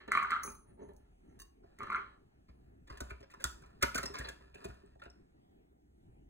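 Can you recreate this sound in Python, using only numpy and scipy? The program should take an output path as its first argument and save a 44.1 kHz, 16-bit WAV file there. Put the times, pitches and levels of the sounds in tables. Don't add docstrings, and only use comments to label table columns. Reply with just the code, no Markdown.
import sys
import numpy as np
from scipy import signal
from scipy.fft import rfft, irfft, next_fast_len
from scipy.io import wavfile
from scipy.ndimage import uniform_filter1d

SR = 44100
rng = np.random.default_rng(int(sys.argv[2]) if len(sys.argv) > 2 else 0)


def output_pcm(signal):
    pcm = np.clip(np.atleast_2d(signal).T, -1, 1) * 32767
    wavfile.write(sys.argv[1], SR, np.round(pcm).astype(np.int16))


def gain_from_decibels(decibels):
    exponent = np.asarray(decibels, float) / 20
    return 10 ** exponent


N = 277389

# frequency in Hz, level in dB.
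HUSH_SPECTRUM = [(30, -7), (70, -2), (140, -6), (300, -6), (400, -9), (520, -21), (750, -15), (1100, -30),
                 (2000, -30), (2800, -35), (3600, -40), (5000, -44), (8000, -45), (16000, -49)]
# frequency in Hz, correlation from 0 to 1.
HUSH_LIKENESS = [(60, 1), (200, .9), (600, .8), (2000, .8), (3500, .65), (5000, .95), (8000, .6),
                 (12000, .9)]
# frequency in Hz, lead in rad.
HUSH_LEAD_RAD = [(0, 0), (600, 2.7), (1120, 3.5), (5170, 3.0), (6460, 5.2), (8870, 6.6), (11500, 9.2),
                 (13000, 9.8), (15700, 12.7), (16400, 19.4)]
# frequency in Hz, lead in rad.
GLASS_LEAD_RAD = [(0, 0), (780, -2.9), (1120, -0.8), (1810, 0.1), (2670, -2.8), (4220, -4.5), (6200, -1.0),
                  (9040, 0.2), (10900, 2.6), (13000, 3.4), (15100, 6.2), (16400, 6.6)]
# frequency in Hz, lead in rad.
JUG_LEAD_RAD = [(0, 0), (860, -3.4), (1810, -6.2), (2580, -9.2), (3960, -10.8), (5860, -8.7), (6630, -7.0),
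                (8790, -6.1), (11300, -3.5), (12900, -2.9), (15200, -0.2), (16400, 0.2)]
# frequency in Hz, t60 in seconds.
ROOM_T60_S = [(100, 1), (300, 0.18), (800, 0.41), (2000, 0.28), (5000, 0.36), (12000, 0.311)]
# frequency in Hz, factor.
ECHO_APART_FACTOR = [(100, .15), (400, .6), (1200, 1.6), (2500, 1.5), (5000, .6), (9000, .25)]
# time in seconds, level in dB.
SQUEEZES = [(.16, -61.5), (.4, -65), (0.821, -68), (1.021, -72), (1.44, -68), (1.979, -63), (2.6, -66.5),
            (2.999, -62.5), (3.599, -62.5), (4.45, -71), (4.85, -70), (6.0, -71.5), (6.27, -63.5)]

# time in seconds, peak in dB.
TAPS = [
    (1.3905, -48.5),
    (1.3985, -40),
    (1.4025, -43.5),
    (1.4078, -51.5),
    (1.4175, -39),
    (1.4215, -46.5),
    (1.4275, -56),
]
# frequency in Hz, level in dB, t60 in seconds.
THING_MODES = [(1104, -3, 0.1), (1700, 0, 0.03), (1913, -9.5, 0.035), (2821, -3, 0.12), (3801, -8, 0.08),
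               (4737, -7, 0.16), (5400, -11, 0.12), (6218, 0, 0.07), (6347, -4, 0.1), (8710, -6, 0.13),
               (10300, -14, 0.12)]

# start in seconds, hardest point in seconds, end in seconds,
# chatter in dB, low scrape in dB.
DRAGS = [(-0.05, 0.01, 0.085, -46, -58.5), (0.072, 0.082, 0.099, -38.5, -38), (0.1, 0.14, 0.32, -29, -52),
         (0.29, 0.312, 0.43, -32, -55.5), (0.42, 0.475, 0.51, -57, -42.5), (0.76, 0.83, 0.88, -59.5, -44),
         (0.875, 0.895, 0.922, -57, -48.5), (0.62, 0.72, 0.75, -66, -61), (0.93, 1.05, 1.145, -72, -71.5),
         (1.18, 1.3, 1.6, -70, -71), (1.78, 1.806, 1.98, -42.5, -49), (1.86, 1.946, 2.155, -44.5, -55)]
# peak in seconds, peak in
# dB, foot ring in Hz, wall ring relative to it in dB.
CATCHES = [(0.0818, -45, 1200, -10), (0.1156, -32, 1310, -13.5), (0.1199, -13, 1300, -3.5),
           (0.1286, -29.5, 1240, -10.5), (0.1362, -30.5, 1240, -1), (0.1406, -29, 1450, -5),
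           (0.1526, -16, 1190, -7.5), (0.1612, -34.5, 1180, -10.5), (0.168, -32.5, 1240, -14.5),
           (0.175, -14.5, 1180, -5), (0.1838, -22.5, 1230, -18.5), (0.1911, -31.5, 1280, -6.5),
           (0.2002, -28, 1250, -3.5), (0.2072, -34.5, 1300, -11.5), (0.2136, -27, 1280, -17),
           (0.2237, -27.5, 1240, -16.5), (0.228, -21, 1220, -8), (0.2352, -28.5, 1200, -15),
           (0.2432, -31.5, 1270, -10), (0.2487, -25, 1450, -8.5), (0.2665, -40, 1310, -13),
           (0.2768, -37, 1290, -10), (0.285, -38.5, 1310, -9), (0.3024, -31.5, 1320, -11),
           (0.3071, -22.5, 1220, -2.5), (0.3198, -19, 1360, -6.5), (0.3273, -26.5, 1270, -9),
           (0.3314, -21.5, 1310, -14), (0.3404, -35.5, 1290, -5.5), (0.3501, -32, 1210, -14),
           (0.3597, -36, 1270, -14), (0.3651, -24, 1390, -11.5), (0.3778, -32, 1290, -23.5),
           (0.3853, -40, 1420, -11), (0.4046, -39, 1430, -6), (0.4156, -40.5, 1300, -5),
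           (0.4327, -43.5, 1060, 0), (0.4385, -32.5, 1180, -7), (0.447, -37.5, 1160, -15),
           (0.4778, -34, 1260, -8.5),
           (1.788, -47.5, 1380, 8), (1.8005, -45.5, 1300, 8), (1.8066, -30.5, 1230, -8.5),
                  (1.8165, -35, 1225, -15.5), (1.8231, -32, 1240, -13), (1.8365, -35.5, 1226, -12),
                  (1.8735, -37, 1260, -15), (1.8825, -42.5, 1140, -10), (1.8957, -42, 1240, -22),
                  (1.9022, -24.5, 1172, -6.5), (1.9122, -39, 1170, -3), (1.9193, -26, 1180, -6),
                  (1.9234, -25, 1300, -15), (1.9299, -25.5, 1315, -18), (1.9362, -36, 1260, -5.5),
                  (1.9417, -29.5, 1300, -16.5), (1.9476, -20, 1390, -14), (1.9547, -33.5, 1177, -13),
                  (1.9607, -24.5, 1260, -4), (1.9683, -30, 1204, 4), (1.972, -35.5, 1250, -19),
                  (1.9753, -40.5, 1280, -7.5), (1.985, -43, 1300, -6), (1.9907, -37.5, 1415, -8),
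                  (2.0013, -44.5, 1330, -10)]
# time in seconds, level in dB.
EDGE_TICKS = [(0.0783, -61), (0.1182, -38), (0.1501, -50.5), (0.1726, -49), (0.2262, -55), (0.2304, -51.5),
              (0.3063, -44.5), (0.318, -57), (0.3636, -65.5), (1.7878, -55.5), (1.8312, -56),
              (1.8696, -67.5), (1.902, -57.5), (1.9265, -55.5), (1.9579, -58)]
# time in seconds, ring in dB, clack in dB.
CLINKS = [(0.4185, -77, -74), (0.4294, -61, -54), (0.4339, -35.5, -46), (0.4605, -43.5, -51),
          (0.4665, -43, -52), (0.5024, -58, -50), (0.517, -54, -57), (0.5516, -68, -57), (0.8885, -91, -70),
          (0.9348, -85, -70), (0.9647, -69, -64)]
# start in seconds, hardest point in seconds, end in seconds,
# level in dB.
SHIVERS = [
    (0.6, 0.62, 1.02, -94),
    (0.79, 0.82, 0.85, -67),
    (0.93, 0.97, 0.95, -70),
    (1.19, 1.3, 1.32, -74.5),
]
# frequency in Hz, width in Hz, level in dB.
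HOLLOW_MODES = [(225, 90, -23.5), (700, 150, -31), (880, 150, -14.5), (1180, 150, -8), (1300, 210, -1.5),
                (1420, 150, -7.5), (1710, 110, -9), (2235, 680, 1), (2377, 220, -13.5), (2650, 300, -16.5),
                (3240, 160, -17.5), (4020, 250, -13.5)]
# frequency in Hz, width in Hz, level in dB.
TILE_MODES = [(191, 82, -3.5), (272, 57, -8), (396.6, 25, -4.5), (586, 36, -9.5), (890, 44, -10)]
# frequency in Hz, level in dB, t60 in seconds.
RIM_MODES = [(4140, -24, .15), (5938, -5, .08), (6293, -8, .3), (6557, 0, .09), (7730, -24, .2),
             (9566, -8, .3), (9660, -15, .8), (10060, -12, .35), (11400, -20, .14), (13830, -16, .2),
             (13990, -13, .15), (15680, -13, .22)]
# frequency in Hz, level in dB.
CLACK_SPECTRUM = [(2500, -59), (4000, -4), (6500, -3.5), (9000, -9), (12000, 2.5), (14500, -4.5),
                  (16000, -12), (17500, -20)]
# frequency in Hz, level in dB.
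CRACK_SPECTRUM = [(1500, -29), (3000, -9.5), (5000, -4.5), (6500, -4.5), (9000, -8.5), (12000, -8.5),
                  (14500, -12.5), (16500, -28.5)]

# start in seconds, hardest point in seconds, end in seconds, pressure in dB.
RUBS = [(1.625, 1.645, 2.9, -71.5), (2.47, 2.495, 2.56, -69.5), (2.53, 2.64, 2.84, -77.5),
        (2.87, 2.93, 2.98, -50.5), (2.9, 3.09, 3.21, -56), (3.29, 3.38, 4.7, -62.5),
        (3.45, 3.62, 3.05, -66), (3.92, 4.06, 4.6, -56), (4.13, 4.19, 4.3, -43.5), (4.54, 4.6, 4.96, -54.5),
        (4.62, 4.68, 4.52, -48), (4.8, 4.94, 3.7, -77), (4.99, 5.05, 4.96, -59), (4.3, 4.4, 4.52, -65),
        (4.7, 4.76, 3.33, -63.5), (5.08, 5.12, 5.3, -68.5), (3.12, 3.23, 3.34, -67.5)]
# time in seconds, strength in dB, hardness in dB.
TWISTS = [(1.6309, -71, -29), (2.4865, -60, -13), (2.873, -55, -1.5), (2.8996, -41.5, -13.5),
          (2.972, -46.5, -1.5), (3.0044, -35.5, 1.5), (3.095, -53.5, -1), (3.1035, -37, -14),
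          (3.2032, -55, -4), (3.228, -50, -15), (3.301, -57.5, 0.5), (3.3117, -54.5, -1),
          (3.3366, -44.5, -12.5), (3.4, -48.5, -4.5), (3.4061, -51.5, 0.5), (3.419, -51, 3.5),
          (3.4413, -26.5, -4.5), (3.447, -34.5, -5.5), (3.6185, -55.5, -2), (3.6376, -51, -22),
          (3.658, -61.5, -0.5), (3.701, -67.5, -2.5)]
# time in seconds, strength in dB, hardness in dB.
LIFTS = [(3.8126, -47, -3), (3.8214, -34, -5), (3.8253, -23, 5.5), (3.8304, -26.5, -3.5),
         (3.8411, -37, -15), (3.945, -35, 6.5), (3.9554, -30, 4), (3.9776, -31.5, 4), (3.9834, -29.5, -6),
         (4.031, -32.5, -2), (4.0552, -36.5, 1), (4.141, -37, -12), (4.1523, -39.5, -23),
         (4.168, -41.5, -26), (4.185, -42, 8), (4.2067, -36.5, -26), (4.247, -37.5, -30),
         (4.2716, -43.5, -14), (4.286, -38, 1.5), (4.407, -59, -27), (4.544, -46.5, -3.5),
         (4.642, -42, 0.5), (4.6484, -44.5, -20), (4.576, -66, -11), (4.606, -64, -15), (4.6847, -59, 3),
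         (4.699, -53.5, -10), (4.74, -65, 3), (4.873, -69, -13), (4.931, -71, -27.5), (4.995, -56.5, -11),
         (5.0188, -44.5, -18), (5.034, -51.5, -6), (5.052, -52, -11.5), (5.099, -67, -9)]
# time in seconds, level in dB.
SNAPS = [(3.0045, -27), (3.4411, -5.5), (3.8256, -16), (3.9553, -27), (3.9793, -34), (4.0311, -23),
         (4.0561, -31), (4.1394, -32.5), (4.1545, -36), (4.168, -40), (4.1868, -33), (4.2465, -45),
         (4.2716, -46.5), (4.2881, -29.5), (4.652, -30.5), (5.0195, -53), (5.0995, -52)]
# time in seconds, counter thump in dB, housing boom in dB.
THUMPS = [(1.6314, -68, -49.5), (2.4858, -53, -51.5), (2.9003, -46, -54), (3.0049, -41, -37.5),
          (3.1069, -44.5, -51), (3.2014, -58, -47.5), (3.441, -40, -52), (3.6147, -60, -57),
          (3.8201, -39.5, -31), (3.9448, -45, -32), (3.984, -47, -53), (4.0327, -53, -34),
          (4.0928, -50, -43), (4.1876, -42.5, -41), (4.2084, -54, -58.5), (4.2719, -53.5, -46),
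          (4.4059, -69, -54), (4.5466, -70.5, -45), (4.6449, -47.5, -36), (4.6849, -46, -46),
          (4.951, -70, -51), (4.83, -65, -53), (5.0544, -56.5, -43), (5.1008, -66, -62.5)]
# time in seconds, peak in dB.
RATTLES = [
    (4.058, -44),
    (4.085, -68),
    (4.8598, -80),
    (4.9516, -92),
    (5.1, -67),
]
# frequency in Hz, width in Hz, level in dB.
SHELL_MODES = [(565, 62, -10), (931, 130, -5.5), (1240, 503, 8.5), (1390, 142, 0), (1723, 150, -3),
               (1900, 180, -12.5), (2481.7, 257, -1), (2845, 430, -9), (3460, 340, -5.5), (4100, 380, -12),
               (5025, 180, -10)]
# frequency in Hz, width in Hz, level in dB.
HOUSING_MODES = [(129, 68, -2), (185, 98, 1.5), (272, 74, -0.5), (397, 28, -0.5), (557, 40, -14.5),
                 (693, 77, 0.5)]
# frequency in Hz, width in Hz, level in dB.
COUNTER_MODES = [(61, 8.1, 6.5), (73.6, 53, 9.5), (126.8, 23, -0.5)]
# frequency in Hz, level in dB, t60 in seconds.
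BLADE_MODES = [(4792, -21.5, 0.032), (5340, -1, 0.085), (8350, -14, 0.061), (11600, -35.5, 0.036)]

HUSH_DB, GRIP_DB, SQUEEZE_S = -65, -74.5, 0.13
BACK_WALL_S, BACK_WALL_DB = 0.0044, -12
EDGE_HZ = 16300
LEAN_IN = 0.7
DRAG_START_DB, DRAG_END_DB, SCRAPE_FOLLOWS = -0.5, -23.5, 0.9
SHIVER_START_DB, SHIVER_END_DB = -10, -10
RUB_START_DB, RUB_END_DB = -3, -20
CATCH_TICK_DB, CATCH_RISE_S = -32, 0.0018
FOOT_T60_S, WALL_T60_S, WALL_HZ, WALL_SPREAD = 0.02, 0.013, 2130, 0.05
HOUSING_SEATED_DB, HOUSING_LOOSE_DB = -13.5, -10.5
CONTACT_S, CONTACT_AT_DB, CONTACT_SHRINKS = 0.011, -39.5, 0.18
RUB_HISS_DB, RUB_HOUSING_DB, THUMP_HOUSING_DB = -20, -7, 2


def evened(x):
    return x / np.sqrt(np.mean(x ** 2) + 1e-20)


def read(points, hz):
    f, value = np.transpose(points)
    return np.interp(np.log(hz + 1), np.log(f + 1), value)


def by_width(modes, damping):
    return [(hz, damping * 2.2 / t60, db) for hz, db, t60 in modes]


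def blows(rows, column, burst_s, rise_s=0):
    out, t = np.zeros(N + 2048), np.arange(1, 2049) / SR
    swell = 1 - np.exp(-(t / (np.reshape(rise_s, (-1, 1)) + 1e-6)) ** 2)
    decay = np.exp(-t / np.reshape(burst_s, (-1, 1)))
    bursts = rng.standard_normal((len(rows), 2048)) * swell * decay
    for row, burst in zip(rows, bursts):
        start = round(row[0] * SR)
        out[start:][:2048] += gain_from_decibels(row[column]) * burst / np.linalg.norm(burst)
    return out[:N]


def grit(per_s, spread_db):
    size_db = spread_db * np.minimum(rng.exponential(1, N), 4)
    size = gain_from_decibels(size_db) * rng.choice([-1., 1.], N)
    return evened(size * (rng.random(N) < per_s / SR))


def strokes(rows, column, start_db, end_db):
    out, t = np.zeros(N), np.arange(N) / SR
    for row in rows:
        lean = np.clip(LEAN_IN * (t - row[0]) / (row[1] - row[0]), 0, 1)
        course_db = np.interp(t, row[:3], [start_db, 0, end_db], left=-200, right=-200)
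        out += lean * gain_from_decibels(row[column] + course_db)
    return uniform_filter1d(out, size=300)


def body(modes, hits=0, rub=0, build_cycles=0.36):
    t = np.arange(SR // 2) / SR
    ring = np.zeros(len(t))
    for k, (hz, width, db) in enumerate(modes):
        build = 1 - np.exp(-(hz * t / build_cycles) ** 2)
        decay = np.exp(-np.pi * width * t)
        ring += (-1) ** k * gain_from_decibels(db) * build * decay * np.sin(2 * np.pi * hz * t)
    drive = hits / abs(ring).max() + rub / np.linalg.norm(ring)
    return signal.fftconvolve(drive, ring)[:N]


def struck(rows, modes, burst_s, rise_s=0, uneven_db=4, detune=0.06, size=3072, firm=0, spiky=0):
    out, t = np.zeros(N + size), np.arange(1, size + 1) / SR
    hz, width, db = np.transpose(modes)[:, :, None]
    sign = (-1) ** np.arange(len(modes))[:, None]
    draws = rng.standard_normal((len(rows), 1024 + 2 * len(modes)))
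    lasts = burst_s * np.ones(len(rows))
    rises = rise_s * np.ones(len(rows)) + 1e-6
    for row, draw, last, rise in zip(rows, draws, lasts, rises):
        share, shift = draw[1024:].reshape(2, -1, 1)
        rings = gain_from_decibels(db + uneven_db * share) * np.exp(-np.pi * width * t)
        rings *= np.sin(2 * np.pi * hz * (1 + detune * shift) * t)
        rings *= 1 - np.exp(-(hz * t / 0.67) ** 2)
        noise = draw[:1024]
        contact = firm + noise * abs(noise) ** spiky
        contact *= (1 - np.exp(-(t[:1024] / rise) ** 2)) * np.exp(-t[:1024] / last)
        sound = signal.fftconvolve((rings * sign).sum(0), contact)[:size]
        start = round((row[0] - .8 * rise) * SR)
        out[start:][:size] += gain_from_decibels(row[1]) * sound / abs(sound).max()
    return out[:N]


def coloured(x, spectrum):
    hz = np.linspace(0, SR / 2, 129)
    gain = gain_from_decibels(2 * read(spectrum, hz)) + 1e-6
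    taps = signal.minimum_phase(signal.firwin2(255, hz, gain, fs=SR))
    return signal.oaconvolve(x, taps / np.linalg.norm(taps))[:N]


def hush():
    frames, hz = N // 256 + 5, np.fft.rfftfreq(1024, 1 / SR)
    a, b, c, d, patches = rng.standard_normal((frames, 513, 5)).T
    patches = evened(uniform_filter1d(uniform_filter1d(patches, size=8, axis=0), size=14, axis=1))
    drift = evened(uniform_filter1d(uniform_filter1d(a, size=120, axis=0), size=50, axis=1))
    same = np.clip(read(HUSH_LIKENESS, hz), 0, 1)[:, None]
    left = a + 1j * b
    right = same * left + np.sqrt(1 - same ** 2) * (c + 1j * d)
    z = np.array([left, right])
    z *= gain_from_decibels(read(HUSH_SPECTRUM, hz)[:, None] + 2.4 * patches + 1.5 * drift)
    tone = signal.istft(z, nperseg=1024, noverlap=768)[1][:, :N]
    return gain_from_decibels(HUSH_DB) * evened(tone)


def room(x, turns_per_s=2.3):
    size = 30000
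    taps = np.zeros((9, size))
    at = np.arange(120, size, 20) + rng.integers(0, 20, (9, (size - 120) // 20))
    np.put_along_axis(taps, at, rng.choice([-1., 1.], at.shape), 1)
    hz, t, z = signal.stft(taps.reshape(3, 3, size), SR, nperseg=256)
    z = z[:, :1] + read(ECHO_APART_FACTOR, hz)[:, None] * z[:, 1:]
    decay = gain_from_decibels(-60 * t / read(ROOM_T60_S, hz)[:, None])
    tails = signal.istft(z * decay, SR, nperseg=256)[1]
    tails /= np.linalg.norm(tails[0, 0])
    turns = turns_per_s * np.arange(N) / SR + np.arange(3)[:, None] / 3
    feeds = np.sqrt(2 / 3) * np.cos(np.pi * turns)
    return signal.fftconvolve((x * feeds)[:, None], tails, axes=2).sum(0)[:, :N]


def ports(pair, lead_rad):
    size = next_fast_len(N)
    half = np.exp(.5j * np.interp(np.fft.rfftfreq(size, 1 / SR), *np.transpose(lead_rad)))
    return irfft(rfft(pair, size) * np.array([half, half.conj()]), size)[:, :N]


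def grip():
    t = np.arange(N) / SR
    hold = gain_from_decibels(GRIP_DB) + sum(gain_from_decibels(db) * np.exp(-((t - s) / SQUEEZE_S) ** 2) for s, db in SQUEEZES)
    lumps = hold * grit(per_s=300, spread_db=2)
    return gain_from_decibels(1.0) * body([(40.26, 3.5, -4), (62.5, 7.4, 0.0)], rub=lumps)


def thing():
    rings = struck(TAPS, by_width(THING_MODES, 1.3), burst_s=0.00003, uneven_db=2.5, detune=0.0019,
                   size=8192, firm=3)
    clacks = gain_from_decibels(10.0) * blows(TAPS, column=1, burst_s=0.003, rise_s=0.0008)
    return gain_from_decibels(-7) * rings + coloured(clacks, CLACK_SPECTRUM)


def catch_rings(rows):
    out, t = np.zeros(N + 2048), np.arange(2048) / SR
    rise = np.sin(np.pi / 2 * np.minimum(t / CATCH_RISE_S, 1)) ** 2
    after = np.maximum(t - CATCH_RISE_S, 0)
    draws = rng.standard_normal((len(rows), 2))
    for (s, db, foot_hz, wall_db), (shift, turn) in zip(rows, draws):
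        foot = gain_from_decibels(-60 * after / FOOT_T60_S) * np.sin(2 * np.pi * foot_hz * t)
        wall_hz = WALL_HZ * (1 + WALL_SPREAD * shift)
        wall = gain_from_decibels(wall_db - 60 * after / WALL_T60_S) * np.sin(2 * np.pi * wall_hz * t + turn)
        start = round((s - CATCH_RISE_S) * SR)
        out[start:][:2048] += gain_from_decibels(db) * rise * (foot + wall) / (1 + gain_from_decibels(wall_db))
    return out[:N]


def glass_foot():
    rows = CATCHES
    chatter = strokes(DRAGS, column=3, start_db=DRAG_START_DB, end_db=DRAG_END_DB)
    chatter = chatter * grit(per_s=1100, spread_db=2.0)
    catches = gain_from_decibels(-13.0) * struck(rows, HOLLOW_MODES, burst_s=0.00012, rise_s=0.0012, uneven_db=4.5,
                                  detune=0.07, firm=1.4)
    catches += gain_from_decibels(-0.5) * catch_rings(rows)
    hollow = body(HOLLOW_MODES, rub=gain_from_decibels(-9.5) * chatter)
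    scrape = strokes(DRAGS, column=4, start_db=SCRAPE_FOLLOWS * DRAG_START_DB,
                     end_db=SCRAPE_FOLLOWS * DRAG_END_DB)
    scrape = body(TILE_MODES, rub=gain_from_decibels(-1.7) * scrape * grit(per_s=800, spread_db=1.5))
    ticks = gain_from_decibels(18.0) * blows(EDGE_TICKS, column=1, burst_s=0.0037)
    ticks += gain_from_decibels(CATCH_TICK_DB) * blows(rows, column=1, burst_s=0.004)
    ticks += gain_from_decibels(-44.5) * chatter
    clacks = gain_from_decibels(17.5) * blows(CLINKS, column=2, burst_s=0.0017)
    return catches + hollow + scrape + coloured(ticks, CRACK_SPECTRUM) + coloured(clacks, CLACK_SPECTRUM)


def glass_rim():
    clinks = struck(CLINKS, by_width(RIM_MODES, 1.2), burst_s=0.00003, uneven_db=3.5, detune=0.001,
                    size=16384, firm=3)
    shiver = strokes(SHIVERS, column=3, start_db=SHIVER_START_DB, end_db=SHIVER_END_DB)
    shiver = gain_from_decibels(-5.5) * shiver * grit(per_s=600, spread_db=2)
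    return gain_from_decibels(3.0) * clinks + body(by_width(RIM_MODES[1:8], .8), rub=shiver)


def jug_knocks():
    slips = strokes(RUBS, column=3, start_db=RUB_START_DB, end_db=RUB_END_DB)
    slips = slips * grit(per_s=8000, spread_db=5.5)
    s, db, hard_db = np.transpose(TWISTS + LIFTS)
    housing_db = np.repeat([HOUSING_SEATED_DB, HOUSING_LOOSE_DB], [len(TWISTS), len(LIFTS)])
    knocks = np.transpose([s, db, db + hard_db, db + housing_db])
    contact_s = np.clip(CONTACT_S * gain_from_decibels(-CONTACT_SHRINKS * (db - CONTACT_AT_DB)), .001, .012)

    shell = gain_from_decibels(2.5) * struck(knocks, SHELL_MODES, contact_s, 0.59 * contact_s, uneven_db=4.5, spiky=2.37)
    shell += body(SHELL_MODES, rub=gain_from_decibels(-6.5) * slips)

    crack = gain_from_decibels(13.5) * blows(knocks, column=2, burst_s=0.6 * contact_s, rise_s=0.17 * contact_s)
    crack += gain_from_decibels(RUB_HISS_DB) * slips
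    crack += blows(SNAPS, column=1, burst_s=0.0018)

    booms = gain_from_decibels(1.5) * blows(knocks, column=3, burst_s=0.006, rise_s=0.0042)
    booms += gain_from_decibels(THUMP_HOUSING_DB) * blows(THUMPS, column=2, burst_s=0.0075, rise_s=0.0052)
    housing = body(HOUSING_MODES, booms, gain_from_decibels(RUB_HOUSING_DB) * slips)

    blade = struck(RATTLES, by_width(BLADE_MODES, 2.4), burst_s=0.0022, uneven_db=10.0, detune=0.0018)
    return shell + coloured(crack, CRACK_SPECTRUM) + housing + gain_from_decibels(12.0) * blade


def jug_thump():
    pushes = gain_from_decibels(-6.5) * abs(blows(THUMPS, column=1, burst_s=.0001))
    return body(COUNTER_MODES, pushes, build_cycles=0.62)


def scene():
    foot = glass_foot()
    rings = glass_rim() + thing()
    echo = gain_from_decibels(BACK_WALL_DB) * np.roll(foot, round(BACK_WALL_S * SR)) * gain_from_decibels([[1.5], [-3.0]])
    glass_side = (foot + rings) * gain_from_decibels([[-.7], [.7]]) + echo
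    glass_side = glass_side + room(gain_from_decibels(-5.5) * foot + gain_from_decibels(-11.0) * rings)
    knocks = jug_knocks()
    jug_side = knocks + gain_from_decibels(-10.0) * room(knocks) + jug_thump()
    placed = ports(glass_side, GLASS_LEAD_RAD) + ports(jug_side, JUG_LEAD_RAD)
    return ports(hush(), HUSH_LEAD_RAD) + grip() + placed


def roll_off(x):
    return signal.sosfilt(signal.butter(12, 16830, fs=SR, output="sos"), x)


def record(dry):
    lowpass = signal.firwin(511, EDGE_HZ, window=("kaiser", 9), fs=SR)
    limited = signal.oaconvolve(dry, lowpass[None], "same")
    return roll_off(limited)


dry = scene()
out = record(dry)
output_pcm(out)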